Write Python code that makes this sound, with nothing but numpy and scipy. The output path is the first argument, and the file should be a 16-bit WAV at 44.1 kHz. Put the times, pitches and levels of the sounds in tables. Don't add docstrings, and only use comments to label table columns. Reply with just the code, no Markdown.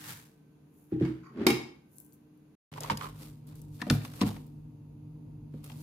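import sys
import numpy as np
from scipy import signal
from scipy.fft import rfft, irfft, next_fast_len
from scipy.io import wavfile
from scipy.ndimage import map_coordinates

SR = 44100
rng = np.random.default_rng(int(sys.argv[2]) if len(sys.argv) > 2 else 0)


def ratio(d):
    e = np.asarray(d, float) / 20
    return 10 ** e


def put_to_file(sound):
    columns = np.atleast_2d(sound).T
    safe = np.clip(columns, -1, 1)
    whole_steps = np.round(safe * 32767)
    wavfile.write(sys.argv[1], SR, whole_steps.astype(np.int16))


N = 256662


def unit(x):
    return x / np.sqrt(np.mean(x ** 2) + 1e-20)


def peak(x):
    return x / np.abs(x).max()


def along(points, hz):
    f, v = np.transpose(points)
    return np.interp(np.log(hz + 1), np.log(f + 1), v)


def wobble(rate_hz):
    knots = rng.standard_normal(int(N * rate_hz / SR) + 4)
    return map_coordinates(knots, [np.arange(N) * rate_hz / SR])


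def filtered(x, response):
    m = next_fast_len(x.shape[-1] + 8192)
    spectrum = rfft(x, m) * response(np.fft.rfftfreq(m, 1 / SR))
    return irfft(spectrum, m)[..., :x.shape[-1]]


def add(track, s, sound):
    at = round(s * SR)
    track[..., at:at + sound.shape[-1]] += sound[..., :N - at]


def resonances(peaks):
    def response(f):
        total = 0
        for k, (centre, width, db) in enumerate(peaks):
            total = total + (-1) ** k * ratio(db) * 1j * f * width / (centre ** 2 - f * f + 1j * f * width)
        return total
    return response


def strokes(rows):
    t, total = np.arange(N) / SR, 0
    for s, *dbs, rise_s, fall_s in rows:
        shape_db = 20 * np.minimum((t - s) / max(rise_s, .002), (s - t) / max(fall_s, .002))
        total = total + ratio(np.array(dbs))[:, None] * ratio(np.maximum(shape_db, -200))
    return total


def ring(modes, level_db, attack_s):
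    t = np.arange(SR // 2) / SR
    hz, db, t60 = np.transpose(modes)[:, :, None]
    db = db + level_db(hz) + rng.normal(0, 1.5, hz.shape)
    tones = ratio(db - 60 * t / t60) * np.sin(2 * np.pi * hz * t)
    return peak(tones.sum(0) * (1 - np.exp(-t / attack_s)) ** 2)


def click(centre_hz, t60_s, width):
    t = np.arange(SR // 10) / SR
    decay = ratio(-60 * t / max(t60_s, .002))
    burst = decay * (1 - np.exp(-t / .0011)) * rng.standard_normal(len(t))
    band = resonances([(centre_hz, width * centre_hz, 0)])
    return peak(filtered(burst, lambda hz: band(hz) ** 2))


# f/Hz, likeness/1
LIKENESS = [(150, 0.99), (300, 0.71), (640, 0.16), (1300, 0.0), (12000, 0.0)]


def ports(pair):
    turn = lambda hz: np.arccos(np.clip(along(LIKENESS, hz), -1, 1)) / 2
    mid, side = filtered(pair, lambda hz: np.array([np.cos(turn(hz)), np.sin(turn(hz))]))
    return np.array([mid + side, mid - side])


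def rush(spectrum, grain_db=0):
    grit = ratio(grain_db * wobble(460))
    noise = ports(grit * rng.standard_normal((2, N)))
    return unit(filtered(noise, lambda hz: ratio(along(spectrum, hz))))


# f/Hz, t60/s
KITCHEN_T60 = [(150, .45), (1000, 0.49), (5000, 0.43), (14000, 0.3)]


def placed(x, wet_db, scatter_db, pan_db=0, lag_s=0):
    pan = ratio([[pan_db / 2], [-pan_db / 2]])
    lag = lambda hz: np.exp(1j * np.pi * hz * lag_s * np.array([[-1], [1]]))
    out = filtered(x, lambda hz: pan * lag(hz))
    step, t = SR // 4, np.arange(SR // 50) / SR
    for at in range(0, N, step):
        if np.abs(x[at:at + step]).max() > 1e-5:
            hz, frames_s, z = signal.stft(rng.standard_normal((2, SR // 2)), SR, nperseg=256)
            decay = ratio(-60 * frames_s / along(KITCHEN_T60, hz)[:, None])
            tail = ports(signal.istft(z * decay, SR, nperseg=256)[1])
            tail *= ratio(wet_db) / np.linalg.norm(tail[0])
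            scatter = rng.standard_normal(len(t)) * ratio(-60 * t / .006)
            scatter /= np.linalg.norm(scatter)
            scatter = filtered(scatter, lambda hz: (1j * hz / (450 + 1j * hz)) ** 2)
            tail[:, :len(t)] += ratio(scatter_db) * scatter * [[1], [-1]]
            add(out, at / SR, signal.fftconvolve(x[None, at:at + step], tail, axes=1))
    return out


def hum(lines, waver_db, drift_rad):
    t, total = np.arange(N) / SR, 0
    for hz, db in lines:
        level = np.sqrt(2) * ratio(db + waver_db * wobble(3.4))
        total = total + level * np.sin(2 * np.pi * hz * t + drift_rad * wobble(5.5))
    return total


# off/s, on/s
SILENCE_S = (2.552, 2.716)
# f/Hz, level/dB rms
HUM_FAR = [(150.7, -65.5), (301.5, -65), (446.8, -80), (1545, -91)]
# f/Hz, level/dB rms while the drone stands at AIR_NEAR_DB
HUM_NEAR = [(48.4, -77), (150.7, -45.5), (247.6, -64), (296.1, -58), (446.8, -71.5), (925.9, -80),
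            (2650, -95), (4750, -96)]
# f/Hz, relative density/dB per Hz
AIR_FAR = [(15, -64.5), (25, -35.5), (48, -14), (119, -14.5), (140, -5), (175, -9), (266, -10), (297, -9),
           (326, -18), (453, -18.5), (534, -27), (1030, -30.5), (1580, -39.5), (2000, -44), (2600, -68.5),
           (4400, -120)]
# f/Hz, relative density/dB per Hz
AIR_NEAR = [(15, -44), (28, -24), (48, -2), (76, -24.5), (103, -2.5), (125, -9.5), (151, -10), (185, -22),
            (244, -9), (270, -24.5), (300, -10), (335, -28.5), (452, -30), (600, -36.5), (945, -39),
            (1500, -51), (2200, -85)]
# t/s, level/dB
DRONE = [(2.72, -47.5), (3.4, -50.5), (3.65, -47), (3.8, -49.5), (4.4, -48), (4.8, -50.5), (5.3, -48),
         (5.7, -50), (5.82, -45)]
# f/Hz, relative density/dB per Hz
HISS = [(880, -41), (1500, -11), (2140, -8), (2640, -5.5), (3060, -11), (4550, -12.5), (5540, -17),
        (6630, -11.5), (8240, -26.5), (9560, -11), (11500, -15), (13900, -14), (16000, -20.5)]
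AIR_FAR_DB, AIR_NEAR_DB, HISS_DB = -60.5, -46, -78.5


def fridge():
    t = np.arange(N) / SR
    drone_s, drone_db = np.transpose(DRONE)
    swell_db = np.interp(t, drone_s, drone_db, left=-150) - AIR_NEAR_DB
    far = hum(HUM_FAR, waver_db=3, drift_rad=1.5) + ratio(AIR_FAR_DB) * rush(AIR_FAR)
    near = hum(HUM_NEAR, waver_db=0.5, drift_rad=1.5) + ratio(AIR_NEAR_DB) * rush(AIR_NEAR)
    return np.where(t > SILENCE_S[0], ratio(swell_db) * near, far) + ratio(HISS_DB) * rush(HISS)


# peak t/s, level/dB, rise/s per 20 dB, fall/s per 20 dB
SWING = [(.11, -51, .2, .17)]
# f/Hz, relative density/dB per Hz
SWING_AIR = [(30, -30), (60, -10), (140, 0), (220, -15), (400, -50)]


def swing():
    return strokes(SWING)[0] * rush(SWING_AIR)


# peak t/s, level/dB, rise/s per 20 dB, fall/s per 20 dB
JINGLE = [(.79, -68, .12, .3), (1.94, -67, .06, .04), (1.97, -62, .04, .04), (2.005, -62, .05, .17),
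          (2.138, -63, .008, .03)]
# f/Hz, relative density/dB per Hz
SHIMMER = [(2500, -40), (5500, -14), (7000, -5), (8400, -12), (10000, 0), (14200, 0), (16000, -12)]


def bracelet():
    return strokes(JINGLE)[0] * rush(SHIMMER, grain_db=2.5)


# t/s, peak level/dB, centre f/Hz
BEADS = [(1.9834, -33.5, 10090), (2.0009, -38, 13700), (2.0477, -48, 12940), (2.0634, -47, 12830),
         (2.1234, -55, 7000), (2.1311, -46, 13670), (2.3744, -60.5, 14300)]


def beads():
    out = np.zeros(N)
    for s, db, centre_hz in BEADS:
        add(out, s, ratio(db) * click(centre_hz, t60_s=0.0059, width=0.65))
    return out


def rubbing(rows, spectrum, grain_db, split_hz):
    noise = rush(spectrum, grain_db)
    scrape = filtered(noise, lambda hz: 1 / (1 + (hz / split_hz) ** 3))
    scrape_gain, fizz_gain = strokes(rows)
    return scrape_gain * unit(scrape) + fizz_gain * unit(noise - scrape)


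# peak t/s, scrape level/dB, fizz level/dB, rise/s, fall/s per 20 dB
CLOTH_STROKES = [(.1, -48, -43, 0.2, .15), (.926, -58, -84, 0.02, 0.1), (1.02, -49.5, -76, 0.0165, 0.1),
                 (1.062, -54, -69, 0.06, 0.19), (1.42, -49, -84, .08, .07), (1.455, -53, -78, 0.07, 0.0229)]
# f/Hz, relative density/dB per Hz
CLOTH = [(240, -41.5), (400, -12.5), (687, -17), (906, -7), (994, -11), (1730, -6), (2090, -8.5),
         (13300, -8), (16000, -8.5)]


def cloth_rubbing():
    return rubbing(CLOTH_STROKES, CLOTH, grain_db=2.2, split_hz=2400)


# peak t/s, scrape level/dB, fizz level/dB, rise/s, fall/s per 20 dB
FILM_STROKES = [(2.73, -55.5, -64.5, .05, .1), (2.778, -49, -60, .04, .03), (2.815, -48, -56, .012, .05),
                (2.845, -45, -56, .03, .05), (2.888, -47, -56.5, 0.043, .015),
                (2.915, -29, -48, 0.0055, 0.023), (3.039, -45.5, -52, 0.13, 0.097),
                (3.232, -56, -53, 0.1, 0.13), (3.475, -77, -62, .008, 0.075),
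                (3.528, -65, -78, 0.11, 0.095), (3.558, -76, -63.5, .008, 0.24),
                (3.757, -72, -61, .04, .06), (3.81, -51, -56.5, .025, 0.059), (3.876, -50, -59, .02, 0.041),
                (3.908, -35.5, -40, .005, 0.032), (3.93, -47, -49.5, .01, 0.14),
                (4.052, -51, -54, 0.036, .05), (4.16, -59, -57, .12, .1), (4.204, -53, -54, .04, .02),
                (4.222, -32, -46, .005, 0.031), (4.267, -44, -46, 0.018, 0.071),
                (4.363, -55.5, -61.5, .1, 0.054), (4.41, -75, -69.5, 0.043, 0.26),
                (5.544, -69, -77, 0.044, .25), (5.642, -63, -55.5, 0.0081, 0.1),
                (5.706, -61, -70, .08, .08), (5.82, -67, -57.5, 0.13, .1)]
# f/Hz, relative density/dB per Hz
FILM = [(240, -36), (400, -1), (687, -8), (1090, -6.5), (1730, -13.5), (2090, -12.5), (4650, -12),
        (5960, -15.5), (13900, -12.5), (16000, -22)]


def film_rubbing():
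    return rubbing(FILM_STROKES, FILM, grain_db=2.5, split_hz=3400)


# peak t/s, level/dB, rise/s per 20 dB, fall/s per 20 dB
DRAG = [(1.375, -42, .01, .1), (1.408, -32, .07, .09), (1.458, -37, .04, .01)]
# f/Hz, level/dB, t60/s
TABLE = [(67.4, -22.5, 0.47), (131.1, -7, 0.34), (171.3, -7, 0.17), (237, -2.5, 0.15), (280, -6, 0.14),
         (310, 8.5, 0.035), (317, -1.5, .22), (347.9, -4.5, .22), (444, -11.5, 0.11), (719, -20.5, 0.088),
         (802, -19, 0.13)]


def drag():
    bands = []
    for hz, db, t60 in TABLE:
        bands.append((hz, 4.4 / t60, db + 12 * np.log10(t60) - 6 * (hz < 200)))
    board = resonances(bands)
    dull = lambda hz: board(hz) / (1 + 1j * hz / 450) ** 3
    return strokes(DRAG)[0] * unit(filtered(rng.standard_normal(N), dull))


def knocks(events, modes, attack_s, softer=0):
    out = np.zeros(N)
    for s, db, bass_db in events:
        weight_db = lambda hz: bass_db * (hz < 200) - 0.9 * (bass_db + 6) * (hz > 600)
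        blow_attack_s = max(attack_s * ratio(softer * (-15 - db)), .0005)
        add(out, s, ratio(db) * ring(modes, weight_db, blow_attack_s))
    return out


# t/s, peak level/dB, bass weight/dB
THUMPS = [(0.921, -21, 5), (0.953, -27.5, 2), (1.011, -14, 4), (1.046, -29, -2.5), (1.083, -31, 3.5),
          (1.466, -11, -13), (1.502, -17.5, -8)]


def thumps():
    return knocks(THUMPS, TABLE, attack_s=0.0024, softer=.4)


# t/s, peak level/dB, bass weight/dB
BUMPS = [(2.905, -26, 9.5), (2.915, -31, 2), (3.817, -30.5, -10.5), (3.867, -29, -6), (3.882, -30, -6),
         (3.9055, -13.5, 4), (4.214, -16, -4), (4.225, -19.5, 3), (4.264, -28.5, -1), (5.54, -33, 7.5)]
# f/Hz, level/dB, t60/s
SHELF = [(60.1, -15, 0.1607), (108.6, -10, 0.27), (146, -7, .2), (206.1, -1.5, 0.13), (234.2, 1.5, 0.12),
         (284.8, -8, 0.14), (384, -13, 0.06), (464, -9.5, 0.063), (724, -20.5, 0.12), (930, -29.5, 0.11),
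         (1240, -19, 0.033)]


def bumps():
    return knocks(BUMPS, SHELF, attack_s=.0018)


# t/s, level/dB, tilt/dB per octave
CLACKS = [(1.0496, -38, -7.5), (1.4159, -44, -8), (1.466, -8.5, -2.1), (1.4845, -25, -4),
          (1.5023, -19.5, -1.5)]
# f/Hz, level/dB, t60/s
PLATES = [(1207, -13.5, 0.021), (1461, -19, .04), (1933, -14, .03), (2200, -10, .1), (2370, -14, 0.08),
          (2700, -13, 0.05), (3100, -13, 0.07), (3310, -16, .06), (3580, -10, .03), (3860, -11, 0.05),
          (4172, -8, .03), (4700, 1, 0.016), (5128, -9, 0.065), (6240, -14, .06), (6880, -15, 0.043),
          (8790, -24.5, 0.046), (10340, -14.5, 0.028), (11000, -14.5, 0.065), (12600, -22, .04)]
# peak t/s, level/dB, rise/s per 20 dB, fall/s per 20 dB
SLIDE = [(1.234, -60, .003, .07), (1.262, -59, .04, .07), (1.372, -57, .004, .1)]
# f/Hz, level/dB
RIM = [(1130, 0), (1500, -6), (1910, -13), (2400, -13), (4640, -20), (6820, -21)]
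RIM_WIDTH_HZ = 100


def plates():
    out, t = np.zeros(N), np.arange(SR // 2) / SR
    for s, db, tilt in CLACKS:
        slope_db = lambda hz: (tilt - 1.5) * np.log2((hz + 500) / 4000)
        noise = filtered(rng.standard_normal(len(t)), lambda hz: ratio(slope_db(hz)))
        crack = 1.5 * ratio(-60 * t / 0.026) * noise * (1 - np.exp(-t / 0.0015))
        add(out, s, ratio(db - 7) * (ring(PLATES, slope_db, attack_s=0.00033) + crack))
    rim = resonances([(hz, RIM_WIDTH_HZ, db) for hz, db in RIM])
    uneven = ratio(3 * wobble(150)) * rng.standard_normal(N)
    return out + strokes(SLIDE)[0] * unit(filtered(uneven, rim))


# t/s, level/dB, centre f/Hz, hollow level/dB re snap, hollow f/Hz
SNAPS = [(2.7372, -39, 2470, -19.5, 890), (2.759, -53, 1500, 8, 900), (2.772, -44, 4000, -10, 1000),
         (2.7755, -49, 1500, 11, 1050), (2.7815, -50, 1500, 11, 900), (2.805, -29, 7000, -12, 600),
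         (2.833, -30, 4744, -12, 940), (2.8445, -44, 1500, 10, 980), (2.8983, -21, 1490, -1, 873),
         (2.905, -28, 2800, -4, 990), (2.9307, -42, 1500, -5, 855), (2.9719, -28.5, 5230, -24, 910),
         (3.0096, -36, 1900, 4, 1166), (3.02, -43, 2000, 6, 1150), (3.0294, -42, 2000, 5, 1150),
         (3.041, -41, 2000, 5, 1150), (3.0542, -42.5, 1870, 4.5, 1100), (3.066, -46, 1870, 6, 1150),
         (3.469, -51, 13780, -20, 460), (3.5543, -49, 12700, -25, 487), (3.6162, -44, 12050, -24.5, 451),
         (3.8015, -56, 1800, 10, 1800), (3.816, -28, 3000, 1, 1770), (3.8215, -38, 1520, 4, 1040),
         (3.867, -44.5, 1700, 6, 550), (3.899, -16, 2800, -7, 1390), (3.9019, -33, 1550, 3, 655),
         (3.9487, -43.5, 1500, 2, 630), (4.0153, -43.5, 1806, -8, 816), (4.0488, -37, 2150, -5, 1030),
         (4.1363, -44, 1510, -28, 460), (4.2085, -29, 2150, -7, 443), (4.2134, -23, 3000, -2, 1010),
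         (4.231, -40, 2100, 4, 2050), (4.2637, -42, 3580, 3, 790), (4.2894, -39, 3500, -2, 900),
         (4.3105, -44, 2500, 0, 700), (4.3641, -46, 1580, -2, 802), (4.4651, -51, 14100, -14, 458),
         (5.5382, -58, 1900, 10.5, 495), (5.6423, -38, 13370, -27, 470), (5.6983, -43.5, 1890, -4, 860),
         (5.7174, -47, 3390, -6, 800)]


def tray():
    out = np.zeros(N)
    for s, db, centre_hz, hollow_db, hollow_hz in SNAPS:
        t60_s = 0.018 * ratio(.05 * (db + 35.5))
        hollow = ratio(hollow_db) * click(hollow_hz, 1.6 * t60_s, width=0.3)
        add(out, s, ratio(db) * (click(centre_hz, t60_s, width=1.55) + hollow))
    return out


def scene():
    table = swing() + bracelet() + cloth_rubbing()
    table += placed(beads(), wet_db=-6.0, scatter_db=-12.0, pan_db=10.0, lag_s=-0.000026)
    table += placed(thumps() + drag(), wet_db=-8, scatter_db=-6)
    table += placed(plates(), wet_db=-0.5, scatter_db=-2.0, pan_db=0.5)
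    shelf = film_rubbing()
    shelf += placed(bumps(), wet_db=-8.5, scatter_db=-7.0)
    shelf += placed(tray(), wet_db=-10.5, scatter_db=0.0, pan_db=0.27)
    t = np.arange(N) / SR
    return (fridge() + table + shelf) * ((t < SILENCE_S[0]) | (t > SILENCE_S[1]))


def low_pass(x):
    return signal.sosfilt(signal.butter(12, 16660, fs=SR, output="sos"), x)


def record(dry):
    colour = lambda hz: (1j * hz / (45 + 1j * hz)) ** 2 / (1 + (hz / 15600) ** 40)
    return low_pass(filtered(dry, colour))


dry = scene()
out = record(dry)
put_to_file(out)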